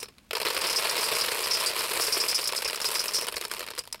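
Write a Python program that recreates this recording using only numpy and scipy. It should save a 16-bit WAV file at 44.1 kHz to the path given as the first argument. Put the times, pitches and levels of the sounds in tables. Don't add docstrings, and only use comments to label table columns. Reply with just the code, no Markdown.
import sys
import numpy as np
from scipy import signal
from scipy.fft import rfft, irfft
from scipy.io import wavfile
from scipy.ndimage import uniform_filter1d, minimum_filter1d

SR = 44100
rng = np.random.default_rng(int(sys.argv[2]) if len(sys.argv) > 2 else 0)


def output_pcm(signal):
    pcm = np.clip(np.atleast_2d(signal).T, -1, 1) * 32767
    wavfile.write(sys.argv[1], SR, np.round(pcm).astype(np.int16))


N = 176400

# start in seconds, thud level in dB, click level in dB
HEAP_LANDINGS = [(0.03, -36.5, -2), (0.057, -45, -19), (0.086, -46.5, -7), (0.309, -28, -10.5),
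                 (0.318, -46, -10), (0.332, -27.5, -10), (0.334, -30, -7), (0.352, -22.5, -9),
                 (0.365, -37, -3), (0.369, -26, -9), (0.381, -37.5, -1), (0.401, -27, -5),
                 (0.407, -32, -13), (0.415, -19, -5.5), (0.43, -29.5, -11), (0.451, -14, -7),
                 (0.466, -15.5, -8), (0.484, -23, -4), (0.503, -27, -5), (0.507, -25, -8), (0.534, -36, -1),
                 (0.547, -29, -2), (0.566, -18, -11), (0.576, -23, -6), (0.64, -12.5, -8.5),
                 (0.726, -41, 4), (0.752, -30, -2), (0.849, -17, -3), (0.911, -28, 0), (0.979, -27, -22),
                 (1.09, -30, -21), (1.116, -12, -5), (1.165, -31, -5), (1.247, -26.5, -10), (1.262, -28, 1),
                 (1.283, -20, -14.5), (1.318, -22, -4), (1.46, -29, -10), (1.913, -27, -6),
                 (1.969, -25, -12), (1.997, -22, -10), (2.081, -16, -11), (2.168, -18, -7),
                 (2.238, -29, -14), (2.262, -32, -12), (2.329, -27, -22), (2.383, -35, -10),
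                 (2.389, -24.5, -5), (2.41, -39, -0.5), (2.429, -36, 0), (2.491, -30, -12),
                 (2.523, -27.5, -4), (2.533, -27.5, -9.5), (2.549, -30.5, -5), (2.557, -37.5, -1),
                 (2.588, -32.5, -2), (2.621, -28, 0), (2.655, -19.5, -11), (2.685, -31, -3),
                 (2.699, -26.5, -11), (2.731, -28, -7.5), (2.746, -31, -5), (2.774, -36, -8),
                 (2.783, -37, -13), (2.802, -31, -6), (2.844, -20.5, -4.5), (2.893, -34, -12),
                 (2.904, -34, -16), (2.921, -39, -5), (2.931, -32.5, -5), (2.954, -20, -7),
                 (3.004, -36, -4.5), (3.016, -36, -3), (3.057, -28, 3), (3.09, -31, -9), (3.11, -37, -5),
                 (3.183, -33, -4), (3.213, -32, -0.5), (3.222, -31.5, -13), (3.234, -39, -12),
                 (3.246, -36, -5), (3.269, -33.5, 0.5), (3.277, -33, -13), (3.284, -26, -2),
                 (3.324, -33.5, -3), (3.342, -32.5, -8), (3.367, -23.5, -8), (3.38, -35.5, -1),
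                 (3.412, -27.5, -1), (3.424, -35, -10), (3.438, -36.5, -5), (3.444, -37, -4.5),
                 (3.451, -29.5, -4), (3.482, -46.5, 5.5), (3.514, -24, -3), (3.537, -32, -3.5),
                 (3.547, -37, -2), (3.566, -36.5, -8.5), (3.594, -33, 1), (3.606, -32, -7),
                 (3.616, -36, -12), (3.64, -38.5, -8), (3.665, -41.5, 0), (3.676, -38, -9),
                 (3.686, -33.5, -13), (3.704, -36.5, -3), (3.712, -37, -13.5), (3.736, -40.5, -16),
                 (3.751, -43, -2), (3.763, -42, -11), (3.778, -33.5, -12), (3.784, -36, -1),
                 (3.875, -41, -4), (3.945, -36.5, -8), (3.957, -47, -9)]
# time in seconds, thud level in dB, click level in dB, before trims.
STREAM_LEVELS = [(0, -48, -51.5), (.045, -51, -58), (.12, -64.5, -74), (.3, -75.5, -74), (.34, -54, -60),
                 (.44, -49, -52), (.47, -36.5, -42.5), (0.681, -33, -38), (1.0, -32, -35.5),
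                 (1.45, -34, -36), (1.699, -33, -37.5), (2.1, -34, -31.5), (2.3, -37, -36.5),
                 (2.501, -42, -45), (2.79, -43, -45), (2.871, -38, -35), (3.03, -40, -40.5),
                 (3.25, -42, -45), (3.31, -49, -52), (3.49, -47.5, -55), (3.579, -43, -45.5),
                 (3.731, -53, -68), (3.8, -50.5, -49), (3.899, -59.5, -65), (4, -59.5, -71)]
# frequency in Hz, relative level in dB.
THUD_SPECTRUM = [(50, -27), (150, -17), (270, -17), (350, -5), (450, 3), (540, -1), (650, -2), (780, -9.5),
                 (920, -0.5), (1070, 0), (1450, -4), (1900, -4.5), (2450, -0.5), (3600, -6), (4300, -2.5),
                 (5300, -6), (6200, -19.5), (9000, -20), (16000, -37)]
# frequency in Hz, relative level in dB.
CLICK_SPECTRUM = [(200, -33), (2000, -25), (4500, -7), (6600, -8), (8000, -2), (9200, -1.5), (11500, -3.5),
                  (13500, -6.5), (15700, -15)]
# start in seconds, strike level in dB, ring pitch in Hz,
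# time to decay by 60 dB (T60) in seconds, skid level in dB relative to the strike.
WALL_STRIKES = [(0.001, -42.5, 5280, 0.13, 2), (0.031, -40, 5330, 0.067, -2.5),
                (0.611, -31.5, 5080, 0.1, 0), (0.668, -31.5, 5166, 0.12, 1.5),
                (0.697, -29.5, 5270, 0.16, -3), (0.729, -26, 5056, 0.036, -7),
                (0.76, -16.5, 5320, 0.097, -6), (0.895, -25, 5157, 0.064, -3),
                (0.979, -33.5, 5110, 0.13, -3.5), (1.009, -34.5, 5300, 0.18, 3),
                (1.038, -30, 5090, 0.17, 2.5), (1.134, -33, 5270, 0.088, 0), (1.149, -31, 5120, 0.13, -6),
                (1.185, -31.5, 5000, 0.22, 2), (1.211, -22.5, 4990, 0.07, -6),
                (1.438, -29.5, 5080, 0.12, -5), (1.509, -23.5, 5180, 0.13, -11),
                (1.533, -23, 5160, 0.17, -3.5), (1.6, -32, 5220, 0.091, -1), (1.66, -25, 4900, 0.17, 1.5),
                (1.79, -30, 5188, 0.068, 0), (2.009, -30.5, 5200, 0.35, 3), (2.021, -30, 5170, 0.075, -4),
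                (2.067, -25.5, 5030, 0.055, -7), (2.123, -23, 5235, 0.18, -6), (2.2, -23.5, 5210, 0.15, -3),
                (2.283, -24.5, 5210, 0.16, 0), (2.313, -26, 5180, 0.045, -4),
                (2.345, -18.5, 5230, 0.11, -2), (2.412, -33.5, 5100, 0.1, 0), (2.439, -31, 5140, 0.1, 0),
                (2.455, -28.5, 5100, 0.062, -16), (2.473, -25, 5320, 0.084, 0), (2.561, -31, 5030, 0.17, 2),
                (2.577, -26, 5050, 0.037, -16), (2.647, -26.5, 5270, 0.061, -4.5),
                (2.676, -29, 5060, 0.1, -4), (2.758, -32, 5126, 0.045, 0), (2.815, -30, 5300, 0.08, -4),
                (2.852, -23.5, 5220, 0.11, -8), (2.949, -28.5, 5200, 0.19, 1.5),
                (2.993, -25, 5220, 0.12, -6), (3.081, -28, 5340, 0.079, -6), (3.135, -32.5, 5150, 0.15, 0),
                (3.144, -23.5, 5256, 0.19, 0), (3.222, -35, 5240, 0.11, -1), (3.358, -39.5, 5300, 0.053, 4),
                (3.79, -21.5, 5060, 0.025, -3), (3.926, -29, 5150, 0.029, -0.5)]
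# frequency as a ratio to the ring pitch, relative level in dB.
WALL_MODES = [(0.828, -8.5), (0.898, -10.5), (0.952, 4.5), (.977, -4), (1.0, -0.5), (1.02, -1),
              (1.058, 0.5), (1.093, -9), (1.135, -5), (1.698, -24)]
# frequency in Hz, relative level in dB.
SKID_SPECTRUM = [(300, -39), (2500, -22), (4400, -4), (5900, -3.5), (6600, -1), (8800, 4), (10500, 0.5),
                 (12500, -6.5), (15700, -10.5)]
# frequency in Hz, relative level in dB.
SHIMMER_SPECTRUM = [(300, -32), (4200, -31), (4650, -12), (5050, 0), (5550, 0.5), (6100, -26), (16000, -34)]
# start in seconds, initial level in dB.
BOWL_NUDGES = [(.402, -51), (.564, -42), (.721, -49.5), (1.222, -52), (2.077, -52), (2.655, -49),
               (3.348, -46)]
# frequency in Hz, relative spectral density in dB.
AIR_SPECTRUM = [(15, -51), (25, -3.5), (142, -5), (176, -13.5), (207, -0.5), (231, -4.5), (383, -18),
                (438, -21), (3630, -23.5), (15000, -35)]

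# spectrum, T60 of the flurry in seconds, contacts per second.
THUD_TRAIN = (THUD_SPECTRUM, 0.01, 5000)
CLICK_TRAIN = (CLICK_SPECTRUM, 0.0076, 2500)


def landings(thud_trim_db=2, click_trim_db=2.5):
    starts, db, click_db = np.transpose(HEAP_LANDINGS)
    return heap(starts, db + thud_trim_db, db + click_db + click_trim_db).sum(0)


def stream(count=1600, thud_trim_db=2.5, click_trim_db=1):
    times, *levels = np.transpose(STREAM_LEVELS)
    t = np.arange(N) / SR
    thud_db, click_db = (np.interp(t, times, level) for level in levels)
    kernels_per_s = 60 + 330 * 2 ** ((thud_db + 33) / 9)
    fallen = np.cumsum(kernels_per_s) / SR
    jitter, size_scatter, click_scatter = rng.standard_normal((3, count))
    turn = np.arange(count) + 0.5 * jitter
    falls = turn < fallen[-1]
    starts = np.interp(turn[falls], fallen, t)
    size_db = 4 * size_scatter[falls]
    tracks = heap(starts, size_db, size_db + 2.5 * click_scatter[falls])
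    thuds, clicks = tracks / np.sqrt(kernels_per_s)
    return unit(thuds) * amp(thud_db + thud_trim_db) + unit(clicks) * amp(click_db + click_trim_db)


def heap(starts, thud_db, click_db, count=300):
    tracks = np.zeros((2, N))
    thuds = impacts(count, *THUD_TRAIN)
    clicks = impacts(count, *CLICK_TRAIN)
    for track, sounds, levels in zip(tracks, (thuds, clicks), (thud_db, click_db)):
        for k, (start, gain) in enumerate(zip(starts, amp(levels))):
            add(track, start, gain * sounds[k % count])
    return tracks


def impacts(count, spectrum, t60, contacts_per_s, window_s=0.0025):
    sounds = signal.fftconvolve(contacts(count, t60, contacts_per_s), responses(count, spectrum), axes=1)
    power = uniform_filter1d(sounds ** 2, int(window_s * SR), axis=1, mode="constant")
    return sounds / np.sqrt(power.max(1, keepdims=True))


def contacts(count, t60, contacts_per_s, spread_s=0.00095, settle_t60_s=0.072, size=2600):
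    t = np.arange(size) / SR
    jostle = amp(-0.5 - 60 * t / t60) * (1 - np.exp(-t / spread_s))
    settle = amp(-18.5 - 60 * t / settle_t60_s)
    touches = rng.random((count, size)) < contacts_per_s / SR
    train = touches * rng.standard_normal((count, size)) * (jostle + settle)
    train[:, 0] = 0.57
    return train


def responses(count, spectrum, colour_scatter_db=2.5, size=1024):
    scatter = colour_scatter_db * rng.standard_normal((count, len(spectrum)))
    cepstrum = irfft(np.log([gains(spectrum, size, row) for row in scatter]))
    cepstrum[:, 1:size // 2] *= 2
    cepstrum[:, size // 2 + 1:] = 0
    return irfft(np.exp(rfft(cepstrum)))


def wall(detune=0.00904, linewidth_hz=76, attack_s=0.00044, size=9000):
    out, t = np.zeros(N), np.arange(size) / SR
    ratio, mode_db = np.transpose(WALL_MODES)
    ring_t60 = np.array(WALL_STRIKES)[:, 3:4]
    skids = impacts(len(WALL_STRIKES), SKID_SPECTRUM, 0.66 * ring_t60, contacts_per_s=18000)
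    knocks = impacts(len(WALL_STRIKES), *THUD_TRAIN)
    for (start, db, pitch_hz, t60, skid_db), skid, knock in zip(WALL_STRIKES, skids, knocks):
        tuning, level, phase = rng.standard_normal((3, len(WALL_MODES), 1))
        mode_hz = pitch_hz * ratio[:, None] * (1 + detune * tuning)
        walk = np.cumsum(rng.standard_normal((len(WALL_MODES), size)), 1)
        blur = walk * np.sqrt(2 * np.pi * linewidth_hz / SR)
        modes = amp(mode_db[:, None] + 2 * level) * np.sin(2 * np.pi * (mode_hz * t + phase) + blur)
        fade = amp(-60 * t / t60) * (1 - np.exp(-t / attack_s))
        ring = unit(modes.sum(0) * fade) * np.sqrt(np.mean(fade ** 2))
        add(out, start, amp(db + 3) * ring)
        add(out, start, amp(db + skid_db) * skid)
        add(out, start, amp(db - 9) * knock)
    return out


def shimmer(kernels, t60=0.21, gain_db=-13, size=8192):
    tail = rng.standard_normal(size) * amp(-60 * np.arange(size) / SR / t60)
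    tail /= np.linalg.norm(tail)
    ring = irfft(rfft(tail) * gains(SHIMMER_SPECTRUM, size), size)[:size // 2]
    return amp(gain_db) * signal.fftconvolve(kernels, ring)[:N]


def nudges(hz=65, t60=0.11, size=6000):
    out, t = np.zeros(N), np.arange(size) / SR
    for start, db in BOWL_NUDGES:
        add(out, start, amp(db - 60 * t / t60) * np.sin(2 * np.pi * hz * t))
    return out


def air(level_db=-60.5):
    noise = rng.standard_normal(N)
    return amp(level_db) * unit(irfft(rfft(noise) * gains(AIR_SPECTRUM, N), N))


def amp(db):
    return 10 ** (np.asarray(db) / 20)


def unit(x):
    return x / np.sqrt(np.mean(x ** 2) + 1e-20)


def gains(spectrum, size, scatter_db=0):
    hz, db = np.transpose(spectrum)
    bin_hz = np.fft.rfftfreq(size, 1 / SR)
    return amp(np.interp(np.log(bin_hz + 1), np.log(hz + 1), db + scatter_db))


def add(track, start, sound):
    i = int(np.clip(start * SR, 0, N - 1))
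    track[i:i + len(sound)] += sound[:N - i]


def scene():
    kernels = wall() + landings() + stream()
    return np.tile(kernels + shimmer(kernels) + nudges() + air(), (2, 1))


def record(dry, limit_db=-15, hold_s=0.0028, top_hz=15800):
    hold = int(hold_s * SR)
    needed_gain = np.minimum(1, amp(limit_db) / (np.abs(dry).max(0) + 1e-9))
    limited = dry * uniform_filter1d(minimum_filter1d(needed_gain, hold), hold)
    passband = np.fft.rfftfreq(N, 1 / SR) < top_hz
    return irfft(rfft(limited) * passband, N)


dry = scene()
out = record(dry)
output_pcm(out)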